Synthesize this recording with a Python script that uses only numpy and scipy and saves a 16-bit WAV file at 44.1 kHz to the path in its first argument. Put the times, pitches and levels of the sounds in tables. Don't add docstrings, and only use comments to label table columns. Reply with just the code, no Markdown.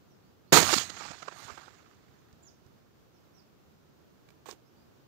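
import sys
import numpy as np
from scipy import signal
from scipy.fft import rfft, irfft
from scipy.io import wavfile
from scipy.ndimage import uniform_filter1d

SR = 44100
rng = np.random.default_rng(int(sys.argv[2]) if len(sys.argv) > 2 else 0)


def log_audio(samples):
    frames = np.atleast_2d(samples).T
    limited = np.clip(frames, -1, 1)
    pcm = np.round(limited * 32767).astype(np.int16)
    wavfile.write(sys.argv[1], SR, pcm)


N = 223675
T = np.arange(N) / SR
SHOT_S, SHOCK_LEFT_S = 0.5235, 0.5312


def gain_of(db):
    return 10 ** (np.asarray(db) / 20)


def evened(x):
    return x / np.sqrt(np.mean(x ** 2) + 1e-20)


def coloured(x, spectrum):
    hz, db = np.transpose(spectrum)
    bins_hz = np.fft.rfftfreq(N, 1 / SR)
    shape_db = np.interp(np.log(bins_hz + 1), np.log(hz), db)
    return evened(irfft(rfft(x) * gain_of(shape_db), N))


def noise(spectrum):
    return coloured(rng.standard_normal(N), spectrum)


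def drift(rate_hz):
    hz = np.fft.rfftfreq(N, 1 / SR)
    return evened(irfft(rfft(rng.standard_normal(N)) / (1 + (hz / rate_hz) ** 4), N))


def scatter(spectrum, per_s, clump_db):
    arrivals = rng.standard_normal(N) * (rng.random(N) < per_s / SR)
    return coloured(arrivals * gain_of(clump_db * drift(70)), spectrum)


def patchy(x, depth_db, width_hz=450, length_s=0.028):
    window, hop = 512, 128
    z = signal.stft(x, nperseg=window, noverlap=window - hop)[2]
    bins = max(1, round(width_hz * window / SR))
    frames = max(1, round(length_s * SR / hop))
    patches = uniform_filter1d(rng.standard_normal(z.shape), bins, axis=0)
    patches = evened(uniform_filter1d(patches, frames, axis=1))
    filtered = signal.istft(z * gain_of(depth_db * patches), nperseg=window, noverlap=window - hop)[1]
    return evened(filtered[:N])


def burst(s, rise, decay):
    age = np.maximum(T - s, 0)
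    return (1 - np.exp(-age / rise)) * np.exp(-age / decay)


def ring(modes):
    t = T[:SR]
    sound = np.zeros(SR)
    for k, (hz, db, t60) in enumerate(modes):
        sound += (-1) ** k * gain_of(db - 60 * t / t60) * np.sin(2 * np.pi * hz * t)
    return sound


def placed(s, sound):
    return np.pad(sound, (round(s * SR), N))[:N]


def ports(x, left_db):
    dull = signal.lfilter(*signal.butter(3, 3000, fs=SR), x)
    return np.array([gain_of(left_db) * dull, x])


# pitch_hz, level_db (per Hz)
AIR_COLOUR = [(18, -59.5), (25, -32), (45, -14), (75, -4), (140, -1.5), (250, -5.5), (380, -6),
              (560, -12.5), (900, -16.5), (1350, -17.5), (2000, -24.5), (4400, -27), (6600, -29.5),
              (9300, -40.5), (15500, -30)]
AIR_DB = -64


def air():
    left, right = [noise(AIR_COLOUR) * gain_of(0.7 * drift(4.9)) for _ in range(2)]
    return gain_of(AIR_DB) * np.array([gain_of(2.0) * left, gain_of(4) * right])


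# start_s, length_s, first_pitch_hz, last_pitch_hz, level_db
BIRD_SLURS = [(0.078, 0.082, 6260, 4900, -70), (.2, 0.12, 3970, 4980, -75.5),
              (.472, 0.052, 4050, 4780, -66), (2.425, 0.055, 7250, 6500, -55.5),
              (2.46, 0.037, 6980, 4570, -50.5), (3.126, .075, 6210, 4580, -69),
              (3.336, 0.0311, 5430, 5950, -61), (3.364, 0.044, 5900, 4410, -56.5),
              (4.648, .05, 4600, 5900, -70), (4.755, .1, 4600, 5020, -70)]
ARCH = 0.06
BLUR = 0.25


def birds():
    calls = np.zeros(N)
    waver = 1 + 0.015 * drift(270)
    for s, length, first_hz, last_hz, db in BIRD_SLURS:
        u = np.clip((T - s) / length, 0, 1)
        sweep = last_hz - first_hz
        arch = np.sin(np.pi * u)
        hz = first_hz + sweep * u + ARCH * abs(sweep) * arch
        phase = 2 * np.pi * np.cumsum(hz * waver) / SR
        calls += gain_of(db) * np.sqrt(abs(arch)) * np.sin(phase)
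    branches = rng.standard_normal(SR // 2) * np.exp(-T[:SR // 2] / 0.05)
    blurred = signal.fftconvolve(calls, branches / np.linalg.norm(branches))[:N]
    direct = calls * gain_of(2.5 * drift(110))
    return ports(np.sqrt(1 - BLUR) * direct + np.sqrt(BLUR) * blurred, left_db=-9.5)


def shock(s, push_s, edge_hz):
    u = np.maximum(T - s, 0) / push_s
    wave = (T >= s) * (1 - u) * np.exp(-u)
    rounded = signal.lfilter(*signal.butter(2, edge_hz, fs=SR), wave)
    return signal.lfilter(*signal.butter(2, 280, "highpass", fs=SR), rounded)


# pitch_hz, level_db (per Hz)
ROAR_COLOUR = [(25, -31), (55, -25), (90, -13.5), (155, 0), (230, -4), (330, 0.5), (460, -2), (580, -7.5),
               (720, -4), (1050, -6.5), (1500, -5.5), (3100, -12), (4300, -8), (5600, -14), (6750, -6.5),
               (9300, -21), (13300, -19.5), (15500, -22.5)]
# pitch_hz, level_db, t60_s (time to fall 60 dB)
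BARREL_MODES = [(4440, -32, 1), (6320, -27, .35), (6535, -34, 0.94), (6480, -30, 0.93), (6600, -27.5, 0.95),
                (7251, -36, 0.99)]


def blast():
    hold_s, fall_s = 0.062, 0.02
    past_hold = 2 * (T - SHOT_S - hold_s) / fall_s
    collapse = 1 / np.sqrt(1 + np.exp(np.minimum(past_hold, 80)))
    level = burst(SHOT_S, 0.0028, 0.6) * collapse
    roar = gain_of(-7.5) * level * scatter(ROAR_COLOUR, per_s=20000, clump_db=1.67)
    right_shock = gain_of(-2) * shock(SHOT_S, push_s=0.0006, edge_hz=9800)
    right = roar + right_shock + placed(SHOT_S, ring(BARREL_MODES))
    decay = gain_of(-19.5) * burst(SHOCK_LEFT_S, 0.0004, 0.0072)
    decay += gain_of(-33.5) * burst(SHOCK_LEFT_S, 0.002, 0.035)
    early_swell = gain_of(-33) * burst(0.52, 0.003, 0.022)
    muffled = noise([(40, -26), (200, -0.5), (800, -1.0), (1300, -10.5), (2200, -11),
                     (4500, -20.5), (6500, -38.5), (9000, -44), (15000, -40)])
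    left_shock = gain_of(6.5) * shock(SHOCK_LEFT_S, push_s=0.0005, edge_hz=2100)
    left = left_shock + (decay + early_swell) * muffled
    return np.array([left, right])


# peak_s, level_db, treble_db (relative to level_db)
ECHOES = [(0.575, -17, -25), (0.63, -24, 0), (.731, -26.5, -0.5), (.74, -21, -1), (0.783, -24.5, -2.5),
          (0.813, -38.5, 2), (.901, -40.5, 3), (1.01, -42, -10), (1.058, -38, -22), (1.115, -38.5, -8),
          (1.229, -38.5, -7.5), (1.284, -34, -14.5), (1.328, -43.5, -10), (1.486, -45.5, -25),
          (1.504, -38.5, -29), (1.58, -46.5, -12), (1.681, -49.5, -23), (1.746, -62, -1)]
# centre_s, envelope_peak_db, pitch_hz
THUDS = [(0.767, -21.5, 235), (1.108, -38.5, 164), (1.455, -45.5, 101), (1.525, -47, 88),
         (2.096, -51, 108.3), (2.335, -50, 90), (2.665, -47.5, 99.6)]
# pitch_hz, level_db (per Hz)
LEAF_COLOUR = [(300, -26.5), (1200, -6.5), (2200, -2), (3000, -2), (4500, 1.5), (5700, -2), (6750, 2),
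               (7600, -3), (8600, -13), (10000, -32.5)]
SPREAD_S, SPREAD_PER_S = 0.0046, 0.002


def echoes():
    body, treble = np.zeros((2, N))
    for s, db, treble_db in ECHOES:
        spread = SPREAD_S + SPREAD_PER_S * (s - SHOT_S)
        swell = gain_of(db) * (T > SHOT_S) / (1 + ((T - s) / spread) ** 2) ** 1.9
        body += swell
        treble += gain_of(treble_db) * swell
    colour = [(100, -25.5), (330, -0.5), (750, -2.0), (1000, 0), (1350, 2),
              (1900, -7), (2600, -13), (6000, -29.5), (10000, -55)]
    trunks = patchy(scatter(colour, per_s=7400, clump_db=1.5), depth_db=4.5)
    sprays = body * trunks + treble * scatter(LEAF_COLOUR, per_s=6800, clump_db=-1)
    thuds = np.zeros(N)
    for s, db, hz in THUDS:
        envelope = gain_of(db) * np.exp(-((T - s) * hz / 0.82) ** 2)
        thuds += envelope * np.sin(2 * np.pi * hz * (T - s))
    return ports(gain_of(4) * sprays + thuds, left_db=-32.0)


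FRONT_BLUR, BACK_BLUR = 0.047, 0.15
DEPTH_LOSS_DB_PER_S = 25.5


def stand(front_s, back_s):
    swell = 0.5 + 0.5 * np.tanh((T - front_s) / (FRONT_BLUR * (front_s - SHOT_S)))
    sag = gain_of(-DEPTH_LOSS_DB_PER_S * (np.clip(T, front_s, back_s) - front_s))
    return swell * sag * np.exp(-np.maximum(T - back_s, 0) / (BACK_BLUR * (back_s - SHOT_S)))


# front_edge_s, back_edge_s, leaf_hiss_db, top_octave_db, body_db
STANDS = [(0.608, 0.694, -25.5, -33, -28), (0.708, 0.791, -23, -33.5, -36),
          (0.973, 1.087, -39.5, -63.5, -42.5), (1.368, 1.569, -43.5, -52.5, -46.5)]
# pitch_hz, level_db (per Hz)
LEAF_TIP_COLOUR = [(6000, -29), (8500, 6), (10000, 1), (11300, -4), (12300, 1.5), (15500, -3.5)]
BODY_COLOUR = [(80, -26.5), (200, -9), (350, -3), (520, -5.5), (680, 2), (1000, -1.5), (1300, 3),
               (1800, -0.5), (2400, -6), (5000, -13.5), (9000, -35)]
BOOM_COLOUR = [(25, -18), (55, -11.5), (90, 2), (200, -4), (300, -4), (700, -35.5)]
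FIELD_DB, FIELD_FADE_DB_PER_S = -40, 17
FIELD_HISS_DB, FIELD_TOP_DB = 1, -16.5
LEAF_LOSS_DB_PER_S = 5.5
TOP_LOSS_DB_PER_S = 26.5
BOOM_DB, BOOM_FADE_DB_PER_S = -28.5, 67.5
BOOM_FROM_TREES_DB = -14


def roll():
    delay = np.maximum(T - SHOT_S, 0)
    leaves, top, trunks = np.zeros((3, N))
    for front_s, back_s, hiss_db, top_db, body_db in STANDS:
        swell = stand(front_s, back_s)
        top_loss_db = TOP_LOSS_DB_PER_S * np.maximum(T - front_s, 0)
        leaves += gain_of(hiss_db) * swell
        top += gain_of(top_db - top_loss_db) * swell
        trunks += gain_of(body_db) * swell
    window = np.interp(T, [0.58, 0.62], [0, 1])
    field = window * gain_of(FIELD_DB - FIELD_FADE_DB_PER_S * delay)
    ground = window * gain_of(BOOM_DB - BOOM_FADE_DB_PER_S * delay)
    air_loss = gain_of(-LEAF_LOSS_DB_PER_S * delay)
    hiss_level = air_loss * np.hypot(leaves, gain_of(FIELD_HISS_DB) * field)
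    hiss = hiss_level * patchy(scatter(LEAF_COLOUR, per_s=15000, clump_db=1.1), depth_db=2.5)
    tips_level = air_loss * np.hypot(top, gain_of(FIELD_TOP_DB) * field)
    tips = tips_level * scatter(LEAF_TIP_COLOUR, per_s=14000, clump_db=0.5)
    flutter = gain_of(0.8 * drift(22))
    body_level = np.hypot(trunks, field) * flutter
    body = body_level * patchy(scatter(BODY_COLOUR, per_s=3000, clump_db=1.86), depth_db=2.0)
    boom = np.hypot(ground, gain_of(BOOM_FROM_TREES_DB) * trunks) * noise(BOOM_COLOUR)
    return ports(hiss + tips + body + boom, left_db=-36.5)


# pitch_hz, level_db, t60_s (time to fall 60 dB)
ACTION_MODES = [(330, -8, 0.11), (416, 0.5, 0.042), (533, -8, 0.038), (757, -3.5, 0.018),
                (934, -1.5, 0.014), (1108, -5, 0.038), (1300, -9.5, 0.013), (1650, -12, 0.035),
                (2340, -8.5, 0.025), (3700, -4, 0.0066), (4060, -6.5, 0.02), (4960, -0.5, 0.011),
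                (5640, 0, 0.0048), (6460, 2.5, 0.0075), (7800, -14, 0.016)]


def knock(contact_hz, octaves):
    woken = []
    for hz, db, t60 in ACTION_MODES:
        distance = np.log2(hz / contact_hz) / octaves
        woken.append((hz, db - 4 * distance ** 2, t60))
    sound = ring(woken)
    return sound / abs(sound).max()


# start_s, level_db, contact_pitch_hz, scrape_db, scrape_decay_s
CLICKS = [(2.328, -50, 4014, -54, .0035), (2.664, -54, 4030, -57, 0.0033),
          (4.288, -48.5, 2000, -51.5, 0.0042), (4.304, -49, 2390, -51, .003),
          (4.4572, -35.5, 1080, -42.5, 0.0044), (4.486, -29.5, 680, -46, 0.0026),
          (4.4906, -36.5, 1480, -47.5, 0.0061), (4.504, -43, 5500, -49, .0035),
          (4.5082, -42.5, 700, -51, .0026), (4.5118, -27, 4500, -42, 0.0014),
          (4.525, -42, 430, -49, 0.0048), (4.6, -61, 5000, -62, 0.0016)]
# pitch_hz, level_db (per Hz)
SCRAPE_COLOUR = [(500, 9.5), (2200, 0), (3600, 1.5), (5000, -2.5), (7000, 1.5), (8500, -6.5), (11000, -15),
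                 (15000, -8)]
SCRAPE_RISE_S = 0.00044
SLIDE_S, SLIDE_END_S, SLIDE_DB = 4.463, 4.52, -47.5


def handling():
    knocks, scrapes = np.zeros((2, N))
    for s, db, contact_hz, scrape_db, decay in CLICKS:
        knocks += gain_of(db) * placed(s, knock(contact_hz, octaves=0.61))
        scrapes += gain_of(scrape_db) * burst(s, SCRAPE_RISE_S, decay)
    slide = gain_of(SLIDE_DB) * (T > SLIDE_S) * np.exp(-np.maximum(T - SLIDE_END_S, 0) / 0.017)
    sound = knocks + (scrapes + slide) * noise(SCRAPE_COLOUR)
    return ports(signal.lfilter(*signal.butter(2, 200, "highpass", fs=SR), sound), left_db=-31)


def scene():
    return air() + birds() + blast() + echoes() + roll() + handling()


def record(dry):
    ceiling, edge_hz = 0.85, 15650
    squashed = ceiling * np.tanh(dry / ceiling)
    lowpass = signal.firwin(511, edge_hz, window=("kaiser", 9), fs=SR)
    return signal.oaconvolve(squashed, lowpass[None], "same", axes=1)


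dry = scene()
out = record(dry)
log_audio(out)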